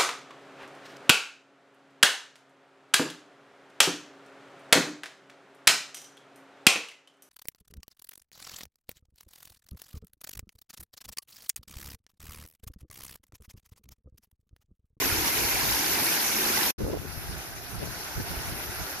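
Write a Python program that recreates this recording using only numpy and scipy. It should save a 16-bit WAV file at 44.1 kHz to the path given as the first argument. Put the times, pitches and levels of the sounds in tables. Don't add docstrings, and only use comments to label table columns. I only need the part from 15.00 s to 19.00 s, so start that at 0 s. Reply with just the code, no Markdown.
import sys
import numpy as np
from scipy import signal
from scipy.fft import rfft, irfft
from scipy.io import wavfile

SR = 44100
rng = np.random.default_rng(int(sys.argv[2]) if len(sys.argv) > 2 else 0)


def generate_wav(signal):
    frames = np.transpose(np.atleast_2d(signal))
    scaled = np.clip(frames, -1, 1) * 32767
    pcm = np.round(scaled).astype(np.int16)
    wavfile.write(sys.argv[1], SR, pcm)


N = 176400
T = np.arange(N) / SR
BIN_HZ = np.arange(N // 2 + 1) * SR / N

# t/s, level/dB
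NEAR_ENVELOPE = [(0, -28), (.12, -29), (.23, -29.5), (.277, -26.5), (.315, -30.5), (.39, -28.5), (.47, -29),
                 (.76, -28), (.84, -29), (1.02, -28), (1.08, -27.5), (1.24, -28.5), (1.35, -29),
                 (1.53, -27.5), (1.62, -27.5), (1.7, -27.5)]
FAR_ENVELOPE = [(1.8, -50.5), (2.02, -49), (2.14, -47.5), (2.28, -46.5), (2.42, -46.5), (2.52, -47),
                (2.64, -47.5), (2.8, -46), (3.0, -44), (3.2, -44), (3.48, -42.5), (3.7, -43), (3.9, -42),
                (4, -43)]
# f/Hz, relative level/dB
NEAR_SPECTRUM = [(60, -16), (150, -5), (240, -6.5), (350, -3.5), (460, -3.5), (550, -3.5), (680, -4.5),
                 (800, -2), (1000, 0), (1250, -5.5), (1550, -0.6), (1750, -1), (2200, -1.2), (2700, -2),
                 (3250, -5.5), (4200, -4), (5400, -2), (6400, -1.5), (8000, -10.5), (9500, -6.5),
                 (11200, 0), (12700, 1), (14000, -4.5), (15300, -12.5)]
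FAR_SPECTRUM = [(60, -5.5), (150, -7), (230, -2), (370, 3), (540, -3.5), (700, 1.5), (880, 0.5),
                (1060, -0.5), (1260, -1), (1480, 2), (1900, -1), (2350, -3.5), (2650, -2.5), (3150, -7),
                (4200, -5.5), (5600, -3), (6500, -5.5), (8000, -14), (9500, -8.5), (11200, -3.5),
                (12700, -4), (14000, -6.5), (15300, -18.5)]
# f/Hz, correlation
NEAR_CORRELATION = [(100, 1), (290, 0.78), (500, -0.35), (750, 0.71), (1100, -0.11), (1450, 0.38),
                    (1750, -0.12), (2300, 0.5), (3400, -0.21), (4400, 0.049), (5600, 0.0022),
                    (15000, -0.036)]
FAR_CORRELATION = [(100, 0.5), (330, 0.94), (480, 0.37), (720, 1), (1120, -0.3), (1400, 0.72),
                   (1750, -0.02), (2300, 0.042), (2900, -0.29), (4600, -0.039), (8200, -0.38),
                   (10200, 0.42), (15000, -0.14)]
# t/s, level/dB
GURGLE_ENVELOPE = [(0, -37.5), (.3, -43), (.55, -41.5), (.8, -44), (1.0, -39), (1.3, -45.5), (1.52, -36),
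                   (1.7, -43.5)]
# f/Hz, relative level/dB
GURGLE_SPECTRUM = [(120, -32), (235, -9.5), (285, -2.5), (350, -1.5), (430, -8), (490, -8.5), (540, -24),
                   (900, -44)]
# f/Hz, correlation
GURGLE_CORRELATION = [(200, 1), (320, 0.92), (500, 0.52)]
# t/s, starting f/Hz, level/dB
LOUD_BUBBLES = [(.023, 1030, -24), (0.052, 262, -38), (0.101, 1500, -25), (.115, 1375, -26.5),
                (0.211, 300, -31.5), (0.365, 420, -32.5), (.485, 2100, -26), (0.619, 1030, -26.5),
                (0.767, 2570, -29), (.862, 4620, -19), (.991, 826, -26), (1.075, 2230, -23),
                (1.086, 1340, -28), (1.156, 1700, -44), (1.385, 2110, -28), (1.418, 1540, -30),
                (1.499, 387, -37), (1.574, 858, -24.5), (1.609, 1810, -25), (1.656, 1940, -26)]
# t/s, left level/dB, right level/dB
WIND_ENVELOPE = [(0, -47, -37), (.13, -34.5, -38), (.33, -39.5, -47), (.46, -35, -45), (.58, -37, -49),
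                 (.7, -35, -49), (.8, -42, -60), (.91, -41, -46), (1.05, -46, -57), (1.35, -49, -48),
                 (1.5, -43.5, -51), (1.7, -47, -41), (1.79, -33.5, -51), (1.84, -28, -26), (1.9, -32, -69),
                 (2.12, -37, -65), (2.19, -33.5, -40), (2.25, -39, -50), (2.3, -42, -31.5),
                 (2.39, -40, -38), (2.43, -48, -46), (2.58, -39, -44), (2.67, -63, -42), (2.76, -39, -30.5),
                 (2.81, -35, -47), (2.89, -33.5, -71), (2.96, -40.5, -58), (3.05, -48, -52),
                 (3.15, -49, -54), (3.175, -30, -27), (3.21, -46, -33), (3.25, -53, -38), (3.3, -30.5, -37),
                 (3.38, -45, -33.5), (3.44, -41.5, -45), (3.51, -36, -34.5), (3.63, -41.5, -53),
                 (3.69, -35, -44), (3.75, -50, -46), (3.82, -34, -33), (3.88, -56, -55), (4, -49, -45)]
# f/Hz, relative level/dB
WIND_SPECTRUM = [(20, -29), (35, -9), (55, 1), (105, -1.5), (160, -5), (250, -14), (400, -16.5), (800, -37),
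                 (2000, -72)]
# centre t/s, duration/s, left level/dB, right level/dB
HARD_GUSTS = [(1.808, 0.019, -34, -35), (1.872, 0.12, -35.5, -30.5), (1.942, 0.058, -38, -32.5),
              (2.038, 0.057, -43, -39.5), (2.83, 0.057, -37, -39), (3.198, 0.04, -37, -48)]
# f/Hz, relative level/dB
FLUTTER_SPECTRUM = [(50, -38), (150, -19), (280, -2), (480, -2), (650, -15), (1000, -19), (2500, -42.5)]
# t/s, f/Hz, left peak level/dB, right peak level/dB
EDDIES = [(0.059, 124, -35, -29), (.127, 95, -24, -25), (.185, 80, -36, -31), (0.451, 80, -39, -31),
          (.690, 101, -31, -27.5), (1.813, 200, -26, -40), (1.822, 224, -21, -32), (1.839, 80, -27, -32),
          (1.855, 275, -28, -31), (1.899, 423, -24, -23), (1.931, 350, -20, -28), (1.942, 456, -23, -21),
          (1.972, 503, -34, -24), (2.011, 110.1, -31, -55), (2.057, 160, -30, -52),
          (2.176, 111, -26.5, -38), (2.196, 90, -30, -48), (2.296, 101, -28, -30), (2.377, 101, -34, -32),
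          (2.785, 78.5, -36, -26), (2.822, 400, -24, -33), (2.829, 450, -33, -30), (2.836, 124, -26.5, -44),
          (2.863, 170, -30, -51), (2.873, 400, -42, -28), (3.165, 55, -30, -38), (3.201, 237, -22, -30),
          (3.209, 120, -28, -31), (3.310, 99, -40, -29), (3.377, 60, -30, -28), (3.524, 103, -28, -31),
          (3.695, 90, -29.5, -38)]
# f/Hz, level/dB
MOTOR_TONES = [(218, -49.5), (352, -59)]
# t/s, relative level/dB
MOTOR_SWELL = [(0, -25), (.8, -14), (1.1, -5), (1.24, 2.5), (1.55, 3.5), (1.7, -2)]

NEAR_MIX = dict(gain_db=3.0, spray_db=-6, bubble_db=-7.5, surge_db=0.32, flicker_db=1.36)
FAR_MIX = dict(gain_db=7, spray_db=-6, bubble_db=-11, surge_db=0.48, flicker_db=1.84)
SURGE_HZ = 18


def splashing(envelope, spectrum, correlation, gain_db, spray_db, bubble_db, surge_db, flicker_db):
    drops = from_db(spray_db) * spray()
    water = wash(flicker_db) + drops + from_db(bubble_db) * bubbles()
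    level_db = in_time(envelope) + gain_db + surge_db * drift(SURGE_HZ)
    return coloured(water, spectrum, correlation) * from_db(level_db)


def wash(flicker_db):
    band = np.floor(2 * np.log2(np.clip(BIN_HZ, 125, 15000) / 125))
    white = rfft(rng.standard_normal((2, N)))
    bands = (irfft(white * (band == k), N) for k in np.unique(band))
    return rms_one(sum(noise * from_db(flicker_db * drift(18)) for noise in bands))


def spray():
    return rms_one(impacts(per_s=8000, spread_db=2.5))


def bubbles(per_s=900, spread_db=2.3):
    out = np.zeros((2, N))
    for when, pitch, size, angle in rng.random((int(per_s * N / SR), 4)):
        hz = 350 * 17 ** (pitch ** .7)
        strength = from_db(-spread_db * np.log(size + .02)) * hz ** .8
        direction = np.array([[np.cos(2 * np.pi * angle)], [np.sin(2 * np.pi * angle)]])
        add(out, when * N / SR, strength * direction * bubble(hz))
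    return rms_one(out)


def bubble(hz, periods=52, rise=0.13):
    age = np.linspace(0, 1, int(periods * SR / hz))
    cycles = periods * (age + rise * age ** 2 / 2)
    decay = np.exp(-np.log(1000) * age)
    onset = 1 - np.exp(-2 * cycles)
    return np.sin(2 * np.pi * cycles) * decay * onset


def gurgle(surge_db=1.5):
    gulps = coloured(impacts(per_s=900, spread_db=1.23), GURGLE_SPECTRUM, GURGLE_CORRELATION)
    level_db = in_time(GURGLE_ENVELOPE) + surge_db * drift(SURGE_HZ)
    return gulps * from_db(level_db) * balance(right_db=2)


def plops():
    out = np.zeros((2, N))
    for s, hz, db in LOUD_BUBBLES:
        add(out, s, from_db(db) * bubble(hz))
    return out


def wind(gain_db=-1.5, lumps_db=0.5):
    lumps = lumps_db * np.array([drift(27), drift(33)])
    rumble = coloured(rng.standard_normal((2, N)), WIND_SPECTRUM)
    return rumble * from_db(in_time(WIND_ENVELOPE) + gain_db + lumps)


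def flutter():
    hits = rms_one(impacts(per_s=240, spread_db=1.4))
    pops = coloured(hits + .5 * rng.standard_normal((2, N)), FLUTTER_SPECTRUM)
    gusts = sum(from_db([[left], [right]]) * np.exp(-(2 * (T - s) / duration) ** 2)
                for s, duration, left, right in HARD_GUSTS)
    return pops * gusts


def thumps(width_cycles=0.91, port_lag_s=.0012):
    out = np.zeros((2, N))
    for s, hz, left, right in EDDIES:
        t = np.arange(-2 * SR / hz, 2 * SR / hz) / SR
        cycles = (t - np.array([[0], [port_lag_s]])) * hz
        swing = np.sin(2 * np.pi * cycles) * np.exp(-(2 * cycles / width_cycles) ** 2)
        add(out, s - 2 / hz, from_db([[left], [right]]) * swing / np.abs(swing).max())
    return out


def motor():
    hum = np.zeros(N)
    for hz, db in MOTOR_TONES:
        amplitude = np.sqrt(2) * from_db(db + 2 * drift(4))
        wavering_hz = hz * (1 + .005 * drift(6))
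        hum += amplitude * np.sin(2 * np.pi * np.cumsum(wavering_hz) / SR)
    return hum * from_db(in_time(MOTOR_SWELL))


def impacts(per_s, spread_db):
    occurs = rng.random(N) < per_s / SR
    size = from_db(spread_db * np.minimum(rng.exponential(1, N), 4))
    angle = rng.uniform(0, 2 * np.pi, N)
    return occurs * size * np.array([np.cos(angle), np.sin(angle)])


def coloured(x, spectrum, correlation=((100, 0), (1000, 0))):
    turn = np.arcsin(np.clip(at_bins(correlation), -1, 1)) / 2
    shaped = rfft(x) * from_db(at_bins(spectrum))
    return rms_one(irfft(np.cos(turn) * shaped + np.sin(turn) * shaped[::-1], N))


def drift(corner_hz, hop=40, settle=2000):
    pole = np.exp(-2 * np.pi * corner_hz * hop / SR)
    white = rng.standard_normal(N // hop + settle + 2)
    slow = signal.lfilter([1], [1, -2 * pole, pole * pole], white)[settle:]
    return np.interp(np.arange(N) / hop, np.arange(len(slow)), rms_one(slow))


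def balance(right_db):
    return from_db([[-right_db / 2], [right_db / 2]])


def in_time(rows):
    times, *columns = np.transpose(rows)
    return np.array([np.interp(T, times, column) for column in columns])


def at_bins(points):
    hz, value = np.transpose(points)
    return np.interp(np.log(BIN_HZ + 1e-3), np.log(hz), value)


def add(out, s, sound):
    start = max(int(s * SR), 0)
    out[:, start:start + sound.shape[-1]] += sound[..., :N - start]


def from_db(db):
    return 10 ** (np.asarray(db) / 20)


def rms_one(x):
    return x / np.sqrt(np.mean(x ** 2) + 1e-20)


def scene(near_end_s=1.706, fade_s=0.0036, far_start_s=1.780, rise_s=.008):
    near_on = np.exp(-np.clip((T - near_end_s) / fade_s, 0, 20))
    far_on = np.clip((T - far_start_s) / rise_s, 0, 1)
    near = splashing(NEAR_ENVELOPE, NEAR_SPECTRUM, NEAR_CORRELATION, **NEAR_MIX)
    near += gurgle() + plops() + motor()
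    far = splashing(FAR_ENVELOPE, FAR_SPECTRUM, FAR_CORRELATION, **FAR_MIX)
    air = wind() + flutter() + thumps()
    pan = balance(right_db=0.36)
    return near_on * (pan * near + air) + far_on * (pan * far + air)


def record(dry, cutoff_hz=15400):
    return signal.sosfilt(signal.ellip(12, .2, 80, cutoff_hz, fs=SR, output="sos"), dry)


dry = scene()
out = record(dry)
generate_wav(out)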